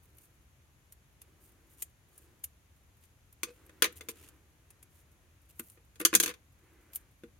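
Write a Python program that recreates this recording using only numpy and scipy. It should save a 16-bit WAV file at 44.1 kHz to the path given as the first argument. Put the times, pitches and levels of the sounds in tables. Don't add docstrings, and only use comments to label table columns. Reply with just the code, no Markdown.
import sys
import numpy as np
from scipy import signal
from scipy.fft import rfft, irfft
from scipy.io import wavfile

SR = 44100
rng = np.random.default_rng(int(sys.argv[2]) if len(sys.argv) > 2 else 0)


def digitize_waveform(pressure):
    field = np.atleast_2d(pressure).T
    bounded = np.clip(field, -1, 1)
    quanta = np.round(bounded * 32767).astype(np.int16)
    wavfile.write(sys.argv[1], SR, quanta)


N = 326251
SHORT_T = np.arange(16384) / SR


def amp(db):
    return 10 ** (np.asarray(db) / 20)


def look_up(points, hz):
    f, value = np.transpose(points)
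    return np.interp(np.log(hz + 1), np.log(f + 1), value)


def add(mix, s, sound):
    part = mix[:, max(round(s * SR), 0):][:, :sound.shape[1]]
    part += sound[:, :part.shape[1]]


def at_level(x, db, size):
    return x * amp(db) / np.sqrt(np.mean(x[:, :size] ** 2) + 1e-20)


def stereo_noise(size, likeness):
    left, other = rng.standard_normal((2, size))
    return np.array([left, likeness * left + np.sqrt(1 - likeness ** 2) * other])


def shape_tone(x, points, tilt_db=0, peaks=()):
    hz = abs(np.fft.fftfreq(len(SHORT_T), 1 / SR))
    db = look_up(points, hz) + tilt_db * np.log2(np.maximum(hz, 3000) / 9000)
    for centre, width, height in peaks:
        db = db + height / (1 + (2 * (hz - centre) / width) ** 2)
    response = np.exp(np.conj(signal.hilbert(np.log(amp(db)))))
    taps = np.fft.ifft(response).real[:len(SHORT_T) // 4]
    return signal.fftconvolve(x, taps[None], axes=1)[:, :x.shape[1]]


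def burst(crack_s, scatter_db, scatter_s, likeness, impact_db, lag_samples):
    crack = stereo_noise(len(SHORT_T), likeness) * np.exp(-SHORT_T / crack_s)
    scatter = stereo_noise(len(SHORT_T), likeness * 0.37) * amp(scatter_db - 60 * SHORT_T / scatter_s)
    sound = (crack + scatter) * (1 - np.exp(-SHORT_T / 0.00046))
    sound[:, 12] += amp(impact_db) * np.linalg.norm(sound[0])
    echo_samples = round(rng.uniform(.0006, .0016) * SR)
    sound = sound + 0.36 * np.roll(sound, echo_samples, axis=1)
    return np.array([sound[0], np.roll(sound[1], lag_samples)])


def grains(spread_db, per_s=1300):
    size = len(SHORT_T)
    happens = rng.random(size) < per_s / SR
    slips = happens * amp(spread_db * np.minimum(rng.exponential(1, size), 3))
    strength = signal.lfilter([1], [1, -np.exp(-1 / (0.0013 * SR))], slips)
    return stereo_noise(size, 0.37) * (strength + .4)


# f/Hz, level/dB
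RUMBLE_TONE = [(15,-39.5), (28,-24.5), (44,-7.5), (72,-1.5), (130,-10), (195,-18.5), (310,-21), (400,-24),
               (700,-26.5), (2400,-28.5), (5200,-37), (6700,-31), (8000,-38.5), (11600,-32.5),
               (13500,-39.5), (16000,-43)]
def rumble(db=-64):
    hz = np.fft.rfftfreq(N, 1 / SR)
    left, other = rfft(stereo_noise(N, 0))
    likeness = look_up([(250, 0.9), (1200, 0.078)], hz)
    right = likeness * left + np.sqrt(1 - likeness ** 2) * other
    noise = irfft(np.array([left, right]) * amp(look_up(RUMBLE_TONE, hz)), N)
    return at_level(noise, db, size=N) * amp([[.6], [-.6]])


# f/Hz, level/dB
RUB_TONE = [(100,-26), (250,-10.5), (325,-1), (430,-10), (700,-20.5), (1500,-18), (5000,-33.5)]
# start t/s, length/s, level/dB, rustle boost/dB
HAND_DRAGS = [(0,0.34,-76,3.5), (1.194,0.63,-71,-3), (2.084,0.33,-70,-3), (3.553,0.84,-66,2),
              (4.449,.95,-76,2), (6.6,0.47,-68.5,8.5)]
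def hand_drags(ease_s=0.062, rustle_hz=2100, rustle_width_hz=1400):
    out, t = np.zeros((2, N)), np.arange(N) / SR
    skin = stereo_noise(N, .85)
    for s, length, db, rustle_db in HAND_DRAGS:
        stroke = (np.tanh((t - s) / ease_s) - np.tanh((t - s - length) / ease_s)) / 2
        rub = shape_tone(skin, RUB_TONE, peaks=[(rustle_hz, rustle_width_hz, rustle_db)])
        out += at_level(rub, db, size=N) * stroke
    return out


# f/Hz, level/dB
CARD_TONE = [(200,-29.5), (320,-12), (550,-20.5), (1800,-18.5), (2650,-11.5), (3900,-15.5), (5600,-14.5),
             (6900,-6.5), (7900,-9.5), (9000,-2.5), (10000,-4), (12500,-2.5), (14500,-5.5), (16000,-12.5)]
# middle t/s, length/s, level/dB, brightness/(dB per octave)
CARD_SLIDES = [(0.044,0.05,-64.5,11), (.237,0.085,-65,-.5), (1.457,0.12,-64,1), (1.726,.08,-65.5,1),
               (1.802,.07,-58,-2), (2.19,.25,-70.5,-3.5), (3.039,0.05,-64,-4), (3.56,0.22,-73.5,-7.5),
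               (3.977,0.048,-53.5,-1.5), (4.105,.035,-45.5,-4.5), (4.225,0.19,-60,-6.5),
               (4.969,0.15,-68.5,-2.5), (5.503,0.034,-60.5,-2.5), (5.662,0.25,-62,2.5),
               (6.279,0.058,-46,-17), (6.96,0.056,-55,-1.5)]
def card_slides():
    out = np.zeros((2, N))
    for s, length, db, bright_db in CARD_SLIDES:
        stroke = np.sin(np.pi * np.minimum(SHORT_T / length, 1))
        rub = shape_tone(grains(spread_db=1.6), CARD_TONE, bright_db)
        add(out, s - length / 2, at_level(rub, db, size=len(SHORT_T)) * stroke)
    return out


def card_crackle(per_s=30, db=-80, spread_db=4, idle=.2, fidget_s=.09):
    t = np.arange(N) / SR
    busy = idle + sum(np.exp(-((t - s) / fidget_s) ** 2) for s, *_ in CARD_SLIDES)
    happens = rng.random(N) < busy * per_s / SR
    clicks = happens * amp(spread_db * np.minimum(rng.exponential(1, N), 2.5))
    crack = burst(crack_s=.0005, scatter_db=-9, scatter_s=.08, likeness=.26, impact_db=-8, lag_samples=4)
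    crack = shape_tone(crack, CARD_TONE, tilt_db=5)
    return at_level(signal.fftconvolve(clicks[None], crack, axes=1)[:, :N], db, size=N)


# t/s, relative level/dB, brightness/(dB per octave), pitch f/Hz
NAIL_TICKS = [(.171,-61,11,12500), (.1847,-57,-3.5,12800), (0.9243,-52,0.5,12400), (1.218,-51,-2.5,11000),
              (1.8237,-34,0,8400), (1.8283,-42,6,12300), (2.1794,-53,3,10500), (2.4413,-34.5,1.5,11500),
              (3.3277,-58,2.5,13600), (3.6645,-62.5,0,13100), (3.926,-56,-3,12000), (4.0907,-41.5,-1,7900),
              (4.288,-55.5,-4,11000), (4.7057,-56,-2.5,9600), (4.829,-54,-2.5,11000),
              (5.5963,-37.5,-1,11740), (5.6998,-55,-1.5,9900), (6.001,-39.5,-1,11100), (6.014,-40,-4,11000),
              (6.229,-31.5,-4.5,9050), (6.9346,-50,-2.5,12500), (6.9508,-41.5,9,12400),
              (6.959,-33,2.5,12100)]
def nail_ticks(lead_in_db=-18, lead_in_s=0.0017):
    out = np.zeros((2, N))
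    lead_t = SHORT_T[:441]
    for s, db, bright_db, hz in NAIL_TICKS:
        lead_in = stereo_noise(len(lead_t), 0.16) * amp(lead_in_db) * np.exp(-lead_t[::-1] / lead_in_s)
        crack = burst(crack_s=.00019, scatter_db=-18, scatter_s=.039,
                      likeness=.49, impact_db=-5, lag_samples=0)
        tick = shape_tone(np.hstack([lead_in, crack]), CARD_TONE, bright_db, peaks=[(hz, 1100, 7)])
        add(out, s - lead_t[-1], at_level(tick, db, size=882) / np.sqrt(2))
    return out * amp([[.6], [-.6]])


# t/s, level/dB
HAND_PRESSES = [(2.443,-62), (3.957,-58), (4.17,-63), (6.141,-58.5)]
def hand_presses(hz=78, fade_s=0.36):
    out = np.zeros((2, N))
    wobble = np.sin(2 * np.pi * hz * SHORT_T) * amp(-60 * SHORT_T / fade_s)
    wobble *= 1 - np.exp(-SHORT_T / .012)
    for s, db in HAND_PRESSES:
        add(out, s, at_level(wobble[None], db, size=2205))
    return out


# f/Hz, level/dB, time to fade by 60 dB/s
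DESK_NOTES = [(181, -18.5, 0.36), (233, -4.5, 0.081), (307, -13.5, 0.098), (334, 3, .075),
              (374, 0.5, 0.039), (454, -3.5, 0.12), (471.7, -6, .11), (643, -18.5, .05)]
def desk_thump(spot_hz):
    hz, db, fade_s = np.transpose(DESK_NOTES)[:, :, None]
    level_jitter, pitch_jitter = rng.standard_normal((2, len(DESK_NOTES), 1))
    favour_db = -13 * abs(np.log2(hz / spot_hz)) + 3.6 * level_jitter
    fade = amp(db + favour_db - 60 * SHORT_T / fade_s)
    notes = fade * np.sin(2 * np.pi * hz * (1 + .012 * pitch_jitter) * SHORT_T)
    return notes.sum(0)[None] * (1 - np.exp(-SHORT_T / 0.0022))


# f/Hz, level/dB
HANDLE_TONE = [(300,-25.5), (600,-5), (860,-13.5), (1050,-4.5), (2200,-3), (3600,0), (4700,0), (6000,-8.5),
               (12000,-38.5)]
# f/Hz, width/Hz, boost/dB
HANDLE_PEAKS = [(1024, 67, 9.5), (1207, 56, 8), (1447, 50, 5.5), (1520, 37, 4), (1690, 200, 6),
                (2102, 140, 5.5), (2360, 59, 7.5), (2506, 88, 5.5), (2730, 120, 1.5), (3130, 140, -2.5),
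                (3502, 110, 5)]
def handle_clack(hardness, soft_hz=1126, rise_octaves=1.75):
    hz = soft_hz * 2 ** (rise_octaves * hardness)
    hit = burst(crack_s=.00088, scatter_db=-4.5, scatter_s=.058,
                likeness=.32, impact_db=-9, lag_samples=2)
    clack = shape_tone(hit, HANDLE_TONE, peaks=list(HANDLE_PEAKS) + [(hz, 0.11 * hz, 6)])
    treble_cut = signal.butter(3, 1.94 * hz, fs=SR)
    return signal.lfilter(*treble_cut, clack)


# f/Hz, level/dB
SNAP_TONE = [(2500,-36), (4900,-11), (6250,0.5), (7000,0), (7900,-7), (9100,0.5), (10300,-4.5),
             (11200,-5.5), (12400,-3), (14000,-12), (15200,-5), (16500,-19.5)]
# f/Hz, width/Hz, boost/dB
TIP_PEAKS = [(6150,140,5), (6160,90,2), (7240,44,1.5), (8800,110,4), (9400,110,-1), (10300,140,6),
             (12350,170,3.5), (12900,110,8)]
def tip_snap():
    hit = burst(crack_s=.001, scatter_db=-6, scatter_s=.055, likeness=.21, impact_db=-11, lag_samples=4)
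    return shape_tone(hit, SNAP_TONE, peaks=TIP_PEAKS)


def blow(clack_db, thump_db, hardness, spot_hz):
    snap_db = clack_db - 16 + 26 * hardness
    clack = at_level(handle_clack(hardness), clack_db, size=441) * amp([[.5], [-.5]])
    snap = at_level(tip_snap(), snap_db, size=441) * amp([[.4], [-.4]])
    thump = at_level(desk_thump(spot_hz), thump_db, size=882) * amp([[.6], [-.6]])
    return thump + clack + snap


# t/s, clack level/dB, thump level/dB, hardness (0 to 1), struck spot f/Hz
TOOL_KNOCKS = [(3.4323,-34,-47,.72,360), (3.694,-58,-62.5,.35,420), (4.0086,-47,-56,.5,480),
               (4.0864,-42,-46.5,.72,420), (5.5961,-48,-47.5,0.26,240), (5.774,-66,-65,.1,400),
               (5.957,-62,-73.5,.6,600), (6.0019,-40,-44,.2,320), (6.012,-42.5,-40,.2,320),
               (6.0506,-22.5,-35.5,.84,320), (6.1293,-32,-36,.05,340), (6.1385,-29.5,-39.5,.5,360),
               (6.1508,-24,-38,.97,250), (6.339,-54.5,-68,.55,500), (7.2357,-56.5,-47.5,0.23,265)]
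def tool_knocks():
    out = np.zeros((2, N))
    for s, clack_db, thump_db, hardness, spot_hz in TOOL_KNOCKS:
        add(out, s, blow(clack_db, thump_db, hardness, spot_hz))
    return out


# f/Hz, level/dB
ROCK_TONE = [(100,-26.5), (250,-10), (330,-7), (500,-10), (850,-28), (1150,-16.5), (1900,-20), (3200,-24.5),
             (9000,-31), (16000,-45.5)]
# f/Hz, width/Hz, boost/dB
ROCK_PEAKS = [(488, 49, 17), (1140, 80, 4.5), (2550, 75, 18)]
# start t/s, length/s, level/dB
TOOL_ROCKS = [(3.465, 0.053, -54), (3.849, 0.041, -55), (6.014, 0.025, -53.5), (6.239, 0.072, -48.5),
              (6.335, 0.017, -61)]
def tool_rocks():
    out = np.zeros((2, N))
    for s, length, db in TOOL_ROCKS:
        chatter = grains(spread_db=2.5)
        chatter = chatter + .6 * chatter[::-1]
        swell = np.sqrt(abs(np.sin(np.pi * np.minimum(SHORT_T / length, 1))))
        buzz = shape_tone(chatter * swell, ROCK_TONE, peaks=ROCK_PEAKS)
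        add(out, s, at_level(buzz, db, size=round(length * SR)))
    return out


# t/s, clack level/dB, thump level/dB, hardness (0 to 1), struck spot f/Hz,
# first hop/s, share of speed kept at each bounce
TOOL_DROPS = [(3.822,-21,-35,.62,390.6,.0202,.55), (6.2001,-28,-39.5,0.87,335,.0345,.73)]
def tool_drops(force_power=1.24, softening=0.09, shortest_hop_s=.006):
    out = np.zeros((2, N))
    for s, clack_db, thump_db, hardness, spot_hz, hop_s, kept in TOOL_DROPS:
        loss_db = -force_power * 20 * np.log10(kept)
        add(out, s, blow(clack_db, thump_db, hardness, spot_hz))
        while hop_s > shortest_hop_s:
            s, hop_s = s + hop_s, hop_s * kept
            clack_db, thump_db = clack_db - loss_db, thump_db - loss_db
            hardness -= softening
            add(out, s, blow(clack_db, thump_db, hardness, spot_hz))
    return out


# f/Hz, time to fade by 60 dB/s
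ROOM_FADES = [(200, 0.41), (600, .22), (2500, 0.23), (8000, 0.16), (15000, 0.085)]
def room_echo(x):
    hz, t, spectrum = signal.stft(stereo_noise(len(SHORT_T), .1), SR, nperseg=256)
    fade = amp(-60 * t / look_up(ROOM_FADES, hz)[:, None])
    tail = signal.istft(spectrum * fade, SR, nperseg=256)[1]
    tail_t = np.arange(tail.shape[1]) / SR
    tail *= 1 - np.exp(-(tail_t / 0.004) ** 2)
    return signal.fftconvolve(x, tail / np.linalg.norm(tail[0]), axes=1)[:, :N]


def scene():
    handling = hand_drags() + card_slides() + card_crackle() + nail_ticks() + hand_presses()
    handling += tool_knocks() + tool_rocks() + tool_drops()
    return handling + amp(-21) * room_echo(handling) + rumble()


def record(dry, cutoff_hz=16300):
    taps = signal.firwin(255, cutoff_hz, window=("kaiser", 9), fs=SR)
    return signal.oaconvolve(dry, taps[None], "same")


dry = scene()
out = record(dry)
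digitize_waveform(out)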